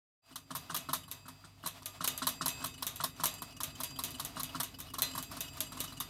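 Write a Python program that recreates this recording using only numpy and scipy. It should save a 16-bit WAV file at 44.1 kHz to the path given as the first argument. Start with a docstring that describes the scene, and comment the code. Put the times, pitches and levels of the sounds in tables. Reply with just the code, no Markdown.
"""Knocks about five times a second, many answered by a sharp metal click, over a simmer and a low hum.
A steel kettle rocks on a hotplate as its water heats, close to the microphone, in a small kitchen.
Each knock sums struck modes of base, hollow and body with bursts of coloured noise for scrape and tick.
Clicks are noise cracks with a short shell ring; blows of both kinds feed the long ring of the lid's dome.
Simmer and bubbles are shaped noise, with pings and thumps; the hum is two sines."""
import sys
import numpy as np
from scipy import signal
from scipy.fft import rfft, irfft, next_fast_len
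from scipy.io import wavfile
from scipy.ndimage import map_coordinates

SR = 44100
rng = np.random.default_rng(int(sys.argv[2]) if len(sys.argv) > 2 else 0)


def output_pcm(signal):
    """Save a mono or channel-first signal as 16-bit PCM at the path in sys.argv[1].

    Samples are clipped to [-1, 1] before scaling.
    """
    pcm = np.clip(np.atleast_2d(signal).T, -1, 1) * 32767
    wavfile.write(sys.argv[1], SR, np.round(pcm).astype(np.int16))


N = 268613

# kettle landings on the plate: (time [s], level [dB], hardness [0 soft tilt - 1 hard landing])
LANDINGS = [(0.309, -49, 0), (0.357, -37.5, 1), (0.505, -34.5, 0.19), (0.551, -32, 0.87), (0.698, -30.5, 0),
            (0.745, -28.5, 0.86), (0.888, -30, 0.27), (0.932, -25, 0.89), (1.08, -45.5, 0.59),
            (1.255, -44, 0.15), (1.282, -38.5, 0.57), (1.441, -44, 0), (1.637, -38.5, 0.19),
            (1.66, -31.5, 0.83), (1.821, -47, 0.47), (2.007, -29.5, 0.13), (2.042, -28.5, 0.96),
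            (2.219, -26.5, 0.17), (2.269, -24, 0.92), (2.41, -26, 0.13), (2.459, -25.5, 0.82),
            (2.617, -35, 0), (2.641, -29, 0.64), (2.824, -31.5, 0.85), (3.002, -28.5, 0.11),
            (3.038, -26, 0.91), (3.198, -31, 0.29), (3.236, -24.5, 0.87), (3.42, -33.5, 0.65),
            (3.604, -31.5, 0.77), (3.803, -32.5, 0.75), (3.989, -31.5, 0.84), (4.197, -32.5, 1),
            (4.368, -31.5, .2), (4.397, -31.5, 0.69), (4.547, -29.5, 0.21), (4.6, -26, 0.74),
            (4.787, -44.5, 0.92), (4.937, -33.5, 0.56), (4.984, -31, 0.82), (5.151, -32.5, 0.59),
            (5.178, -31, .75), (5.314, -36.5, 0.55), (5.368, -36, 0.56), (5.57, -39.5, .55),
            (5.72, -37.5, 0.51), (5.771, -38.5, 0.52), (5.839, -35.5, 0.78), (5.923, -43.5, 0.57),
            (6.005, -32.5, 0.77)]
# loose metal snaps: (time [s], level [dB], extra drive to the dome [dB])
SNAPS = [(0.5666, -26.5, 8), (0.764, -17.5, -3), (0.948, -23, 1), (1.1137, -23.5, 4), (1.6735, -22.5, 0.5),
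         (1.858, -22, 4), (2.0755, -12.5, 2), (2.1771, -23, -10), (2.2892, -20, 8.5), (2.4813, -15.5, 6),
         (2.6592, -22.5, -35), (2.8669, -16, -11), (2.9591, -27.5, 7), (3.2563, -13, 1), (3.2703, -25, 7),
         (3.3399, -31, -18), (3.6334, -18, 2.5), (3.8344, -18, 6.5), (4.0372, -17, 1), (4.049, -25.5, -7),
         (4.106, -29.5, -15), (4.249, -21.5, -26), (4.4326, -21, 3.5), (4.6323, -19.5, -0.5),
         (4.8028, -26.5, -20), (5.0201, -11, 2), (5.2267, -25.5, -7.5), (5.4062, -19.5, 4.5),
         (5.6048, -17, 4.5), (5.803, -18, 1), (6.0011, -22, 1)]
# water-filled body on the stove top: (frequency [Hz], relative level [dB], t60 [s])
BODY_MODES = [(135.3, -11.5, 0.35), (155.4, -3.5, 0.25), (173.5, -4, 0.32), (260, -14, 0.068),
              (256, -3.5, 0.35), (261.9, -1.5, 0.29), (272, -6.5, 0.059), (330, -7, 0.1)]
# hollow clunk noise: (frequency [Hz], relative density [dB])
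CLUNK_SPECTRUM = [(300, -40), (500, -36), (650, 9), (790, -10), (950, 2.5), (1150, 9.5), (1450, 3.5),
                  (1900, -0.5), (2500, -13), (5000, -55)]
# scraping steel noise: (frequency [Hz], relative density [dB])
SCRAPE_SPECTRUM = [(1500, -4), (2400, -8.5), (3200, 4), (4050, 5.5), (5000, 3.5), (6000, 2), (7500, 0.5),
                   (9500, 4.5), (10400, -26), (12000, -12), (16000, -29)]
# hard-contact tick noise: (frequency [Hz], relative density [dB])
TICK_SPECTRUM = [(1000, -21.5), (4000, -7.5), (7500, -12.5), (9700, -0.5), (10400, -0.5), (11400, 10),
                 (12100, 1), (12700, 7), (14000, -5), (14900, 1), (16000, -20)]
# dense shell ring: (frequency [Hz], relative density [dB])
CLANG_SPECTRUM = [(150, -1), (450, -2.5), (1000, -2), (2400, 1.5), (3750, 10), (4900, -2.5), (6200, 8),
                  (7700, 3), (9600, 5), (10350, -9), (11400, 11.5), (12500, -2), (14400, 2.5), (15100, 2),
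                  (15700, -17), (16300, -43)]


def amp(db):
    """Decibels to gain."""
    return 10 ** (np.asarray(db) / 20)


def unit(x):
    """Scale to rms 1."""
    return x / np.sqrt(np.mean(x ** 2) + 1e-20)


def along(points, hz):
    """Interpolate (Hz, value) points on a log frequency axis."""
    point_hz, values = np.transpose(points)
    return np.interp(np.log(hz + 1), np.log(point_hz), values)


def wobble(rate_hz):
    """A smooth random curve with rate_hz knots a second."""
    knots = rng.standard_normal(int(N * rate_hz / SR) + 4)
    return map_coordinates(knots, [np.arange(N) * rate_hz / SR])


def noise(spectrum, size):
    """Coloured noise of rms 1."""
    m = next_fast_len(size)
    gain = amp(along(spectrum, np.fft.rfftfreq(m, 1 / SR)))
    return unit(irfft(rfft(rng.standard_normal(m)) * gain, m)[:size])


def varied(spectrum, scatter_db):
    """The same spectrum, coloured a little by where the contact falls."""
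    return [(hz, db + scatter_db * rng.standard_normal()) for hz, db in spectrum]


def fade(t, t60):
    """Free decay: 60 dB in t60 seconds."""
    return np.exp(-np.log(1000) * t / t60)


def swell(t, peak_s):
    """Rises to 1 at peak_s and falls away."""
    return t / peak_s * np.exp(1 - t / peak_s)


def onset(t, rise_s):
    """Exponential rise from 0 towards 1."""
    return 1 - np.exp(-t / rise_s)


def grit(t, depth_db):
    """Gain of rms 1 that varies from one tiny contact to the next, about a millisecond apart."""
    knots = rng.standard_normal(int(t[-1] * 1000) + 4)
    return unit(amp(depth_db * map_coordinates(knots, [t * 1000])))


def ring(modes, t, scatter_db):
    """Decaying modes, struck at new strengths and phases each time."""
    hz, db, t60 = np.transpose(modes)[:, :, None]
    gain = amp(db + scatter_db * rng.standard_normal(hz.shape))
    phase = rng.uniform(0, 2 * np.pi, hz.shape)
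    return np.sum(gain * fade(t, t60) * np.sin(2 * np.pi * hz * t + phase), axis=0)


def add(track, start_s, sound):
    """Mix a sound in at start_s."""
    part = track[round(start_s * SR):][:len(sound)]
    part += sound[:len(part)]


def contact(hardness):
    """Thud, scrape and tick [dB re knock]: harder means less thud, more scrape, much more tick."""
    h = np.clip(hardness, 0, 1)
    thud_db = -7.5 - 16.5 * h ** 3
    scrape_db = -8 + 7.5 * h ** 3
    tick_db = 3 - 35.5 * (1 - h) ** 2
    return thud_db, scrape_db, tick_db


def bubbles(t):
    """Collapsing bubbles: a short fizz of noise and a gritty ping of the base near 3 kHz."""
    pitch_hz = 2950 * np.exp(0.0205 * rng.standard_normal())
    ping = 1.44 * np.sin(2 * np.pi * pitch_hz * t) * grit(t, depth_db=3.5)
    fizz = noise(varied(SCRAPE_SPECTRUM, scatter_db=8), size=len(t))
    fizz += 0.5 * noise(TICK_SPECTRUM, size=len(t))
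    fizz += 0.48 * noise(CLUNK_SPECTRUM, size=len(t))
    return (ping + fizz) * swell(t, 0.0052)


def water():
    """Simmering water: an uneven rumble, a faint hiss and bubbles collapsing on the hot base."""
    # simmer strength, driving rumble, hiss and bubbles: (time [s], level [dB])
    heat = [(0.25, -69.5), (0.6, -58), (1.5, -65), (2.1, -58.5), (3.5, -59), (4.2, -56), (4.85, -58.5),
            (5.4, -56.5), (6.09, -57.5)]
    # low boil noise: (frequency [Hz], relative density [dB])
    rumble_spectrum = [(25, -30), (36, -1), (48, -31), (62, -10), (76, 1.5), (105, -9), (140, 4),
                       (205, -13.5), (265, 1.5), (330, -12.5), (480, -18), (900, -45)]
    # hiss noise: (frequency [Hz], relative density [dB])
    hiss_spectrum = [(240, -26), (400, -9), (520, -16), (666, 2), (777, -5.5), (1220, -4), (1600, -12),
                     (2360, -10), (3690, -9), (5270, -14), (11400, -20.5), (14100, -18), (16000, -30)]
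    min_hardness, lead_s, lead_spread_s = 0.58, 0.04, 0.012
    fizz_db, thump_db, stray_db = 5, 0.5, 2  # fizz and stray re simmer, thump re fizz

    heat_s, heat_db = np.transpose(heat)
    simmer_db = np.interp(np.arange(N) / SR, heat_s, heat_db)
    rumble_db = -58 + 1.6 * (simmer_db - simmer_db.mean() - 0.5)
    rumble = amp(rumble_db + 1.03 * wobble(18)) * noise(rumble_spectrum, size=N)
    hiss = amp(simmer_db - 2 + 4.3 * wobble(22)) * noise(hiss_spectrum, size=N)

    fizzes, strays = np.zeros(N), np.zeros(N)
    t, t_thump = np.arange(SR // 16) / SR, np.arange(SR // 2) / SR
    for landing_s, _, hardness in LANDINGS:
        if hardness > min_hardness:  # bubbles collapse shortly before each hard landing
            start_s = landing_s - lead_s + lead_spread_s * rng.uniform(-1, 1)
            thump = ring(BODY_MODES, t_thump, scatter_db=3.5) * onset(t_thump, 0.018)
            add(fizzes, start_s, bubbles(t))
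            add(fizzes, start_s, amp(thump_db) * thump)
    for when, weakness in rng.random((50, 2)):
        # the cube root crowds stray bubbles towards the end, as the water gets hotter
        add(strays, when ** (1 / 3) * N / SR, amp(3 - 10 * weakness) * bubbles(t))
    return rumble + hiss + amp(simmer_db) * (amp(fizz_db) * fizzes + amp(stray_db) * strays)


def hum():
    """Mains hum and its octave, slightly unsteady, growing as the microphone moves in."""
    # mains, then octave: (far rms level [dB], near rms level [dB], time constant [s])
    approach = [(-79, -59.5, 3.1), (-82, -62, 0.44)]
    mains_hz = 49.45
    t, out = np.arange(N) / SR, np.zeros(N)
    for harmonic, (far_db, near_db, settle_s) in enumerate(approach, 1):
        level_db = near_db + (far_db - near_db) * np.exp(-t / settle_s)
        gain = np.sqrt(2) * amp(level_db + 0.54 * wobble(2.87))
        out += gain * np.sin(2 * np.pi * harmonic * mains_hz * t)
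    return out


def dome():
    """Every blow tops up the energy in the long, bell-like ring of the lid's dome."""
    # steel dome: (frequency [Hz], relative level [dB], t60 [s])
    dome_modes = [(981, -11, 1.4), (2019, -15, 1.4), (2582, -.5, 1.5), (4781, -.5, 2.0), (7563, -2, 1.3),
                  (10810, -14, 1.1), (14490, -4, .45)]
    t, out = np.arange(N) / SR, np.zeros(N)
    blows = [(0.0039, -17, 0), *SNAPS]  # first entry: still singing from an earlier blow
    blows += [(s, db + contact(hardness)[1], 0) for s, db, hardness in LANDINGS]
    blow_s, blow_db, drive_db = np.transpose(blows)
    blow_index = np.round(np.abs(blow_s) * SR).astype(int)
    for hz, mode_db, t60 in dome_modes:
        scatter_db = 2 * rng.standard_normal(len(blow_s))
        # the loose mount passes on hard blows only in part
        kick = amp(0.81 * blow_db - 46 + drive_db + mode_db + scatter_db)
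        feed = np.bincount(blow_index, kick ** 2, N)[:N]
        energy = signal.lfilter([1], [1, -fade(2 / SR, t60)], feed)  # decays at twice the amplitude rate
        out += np.sqrt(energy) * amp(2 * wobble(6)) * np.sin(2 * np.pi * hz * t)
    return out


def clang(t):
    """The shell's dense ring mixed with the kitchen's echo; its strongest modes stand out."""
    # shell and kitchen: (frequency [Hz], t60 [s])
    damping = [(200, 0.44), (1000, 0.37), (3700, 0.21), (7000, 0.2), (11500, 0.19), (16000, 0.17)]
    # thin shell: (frequency [Hz], relative level [dB], t60 [s])
    shell_modes = [(625, -6, .2), (675, -9, .2), (965, -8, .25), (1077, -7, .22), (1215, -5, .35),
                   (1991, -11, .3), (2900, -9, .3), (3290, -8, .25), (3641, -5, .27), (3680, -6, .3),
                   (3777, -4, .28), (4021, -7, .28), (4081, -6, .28), (5981, -10, .3), (9895, -10, .3),
                   (11323, -8, .26), (11504, -6, .26)]
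    hz, frame_s, z = signal.stft(noise(CLANG_SPECTRUM, size=len(t)), SR, nperseg=256)
    decay = fade(frame_s, along(damping, hz)[:, None])
    wash = signal.istft(z * decay, SR, nperseg=256)[1][:len(t)]
    return wash + amp(-11) * ring(shell_modes, t, scatter_db=4.5)


def knocks():
    """The base lands with a hollow knock, bumps again as it skids for milliseconds, and shakes the body."""
    # air space inside: (frequency [Hz], relative level [dB], t60 [s])
    hollow_modes = [(630, -12, .1), (690, -14, .08), (844, -14, .1), (962, -3, .085), (1077, 0, .1),
                    (1215, -6, .1), (1340, -7, .06), (1480, -11, .05), (1700, -12, .06)]
    # thick base, damped by the water: (frequency [Hz], relative level [dB], t60 [s])
    base_modes = [(2950, -7, .04), (3330, -4, .035), (3790, -1, .04), (4040, 4, .045), (4440, -3, .035),
                  (5330, -3, .035), (6030, -3, .035), (6650, -6, .03), (8285, -3, .055), (8900, -3, .05),
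                  (9700, -3, .05), (9910, -3, .055), (10700, -2, .05), (11330, -3, .045), (11950, -1, .045),
                  (14720, -5, .05), (15350, -7, .05)]
    thud_evenness, typical_db = 0.29, -31.5  # extra thud [dB] per dB below a typical knock

    out, t = np.zeros(N), np.arange(SR // 2) / SR
    for start_s, db, hardness in LANDINGS:
        thud_db, scrape_db, tick_db = contact(hardness)
        # a soft landing knocks a little higher than a hard one and skids later
        pitch_hz = 1090 * np.exp(0.021 * rng.standard_normal() - 0.0085 * tick_db)
        lag_s = np.clip(0.0062 - 0.0001253 * tick_db, 0.004, 0.011)

        knock = amp(-3.5) * np.sin(2 * np.pi * pitch_hz * t) * swell(t, 0.0015) ** 2
        hollow = amp(-11) * ring(hollow_modes, t, scatter_db=2.5) * onset(t, 0.00047)
        clunk = amp(-13.5) * noise(CLUNK_SPECTRUM, size=len(t)) * onset(t, 0.0018) * fade(t, 0.14)

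        # the heavy body thuds even under a light knock
        thud_gain = amp(thud_db - 6.5 + thud_evenness * (typical_db - db))
        thud = thud_gain * ring(BODY_MODES, t, scatter_db=3.5) * onset(t, 0.0016)

        skid = 0.85 * swell(t, lag_s) ** 3 + 0.3 * swell(t, 2 * lag_s)
        skid += 0.35 * hardness * swell(t, lag_s / 4)
        skid *= grit(t, depth_db=4.5)
        scrape = amp(scrape_db - 6.5) * noise(varied(SCRAPE_SPECTRUM, scatter_db=2), size=len(t)) * skid

        # the skid pumps up the base modes; a soft landing hardly drives the highest
        struck = []
        for hz, mode_db, t60 in base_modes:
            drive_db = np.interp(hz, [9000, 11000], [scrape_db, tick_db - 4])
            struck.append((hz, mode_db + drive_db, t60))
        base = amp(-5.5) * ring(struck, t, scatter_db=4) * (1 - np.exp(-(1.62 * t / lag_s) ** 2))

        tick_decay = fade(t, 0.029) + 0.37 * fade(t, 0.17)
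        tick = amp(tick_db - 8.5) * noise(varied(TICK_SPECTRUM, scatter_db=1), size=len(t)) * tick_decay
        shell = amp(scrape_db - 13) * clang(t) * onset(t, lag_s)

        landing = knock + hollow + clunk + thud + scrape + base + tick + shell
        add(out, start_s, amp(db) * landing)
        add(out, start_s + lag_s * rng.uniform(1, 1.292), amp(db - 6) * knock)  # second bump
    return out


def clicks():
    """Steel snaps against steel, rebounds once and sets the shell ringing."""
    # steel-on-steel snap: (frequency [Hz], relative density [dB])
    crack_spectrum = [(500, 2.5), (2000, -39), (4000, -31), (6500, 7.5), (9000, 7.5), (11500, 18.5),
                      (14500, 14.5), (16500, -3)]
    out, t = np.zeros(N), np.arange(SR // 2) / SR
    for start_s, db, _ in SNAPS:
        crack = amp(-8) * noise(varied(crack_spectrum, scatter_db=2), size=len(t))
        crack *= swell(t, 0.00073) ** 2
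        splash = amp(-14.5) * noise(varied(CLANG_SPECTRUM, scatter_db=1), size=len(t))
        splash *= fade(t, 0.04) * grit(t, depth_db=4.5)
        shell = amp(-21) * clang(t)
        spread = onset(t, 0.0008)  # the blow spreads over the shell
        rebound = noise(TICK_SPECTRUM, size=len(t)) * fade(t, 0.031)
        add(out, start_s, amp(db) * (crack + (splash + shell) * spread))
        add(out, start_s + rng.uniform(0.0086, 0.0087), amp(db - 17.5) * rebound)
    return out


def scene():
    """The rattling kettle over its simmer and the hum."""
    return (water() + hum() + dome() + knocks() + clicks())[None]


def record(dry):
    """A quick fade-in; the small microphone drops the deepest bass and all above its band limit."""
    low_hz, top_hz, fade_start_s, fade_length_s = 42, 16200, 0.22, 0.08
    opened = dry * np.clip((np.arange(N) / SR - fade_start_s) / fade_length_s, 0, 1)
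    thinned = signal.sosfilt(signal.butter(4, low_hz, "high", fs=SR, output="sos"), opened)
    m = next_fast_len(N + SR // 2)
    band_limit = 1 / (1 + (np.fft.rfftfreq(m, 1 / SR) / top_hz) ** 80)
    return irfft(rfft(thinned, m) * band_limit, m)[..., :N]


dry = scene()
out = record(dry)
output_pcm(out)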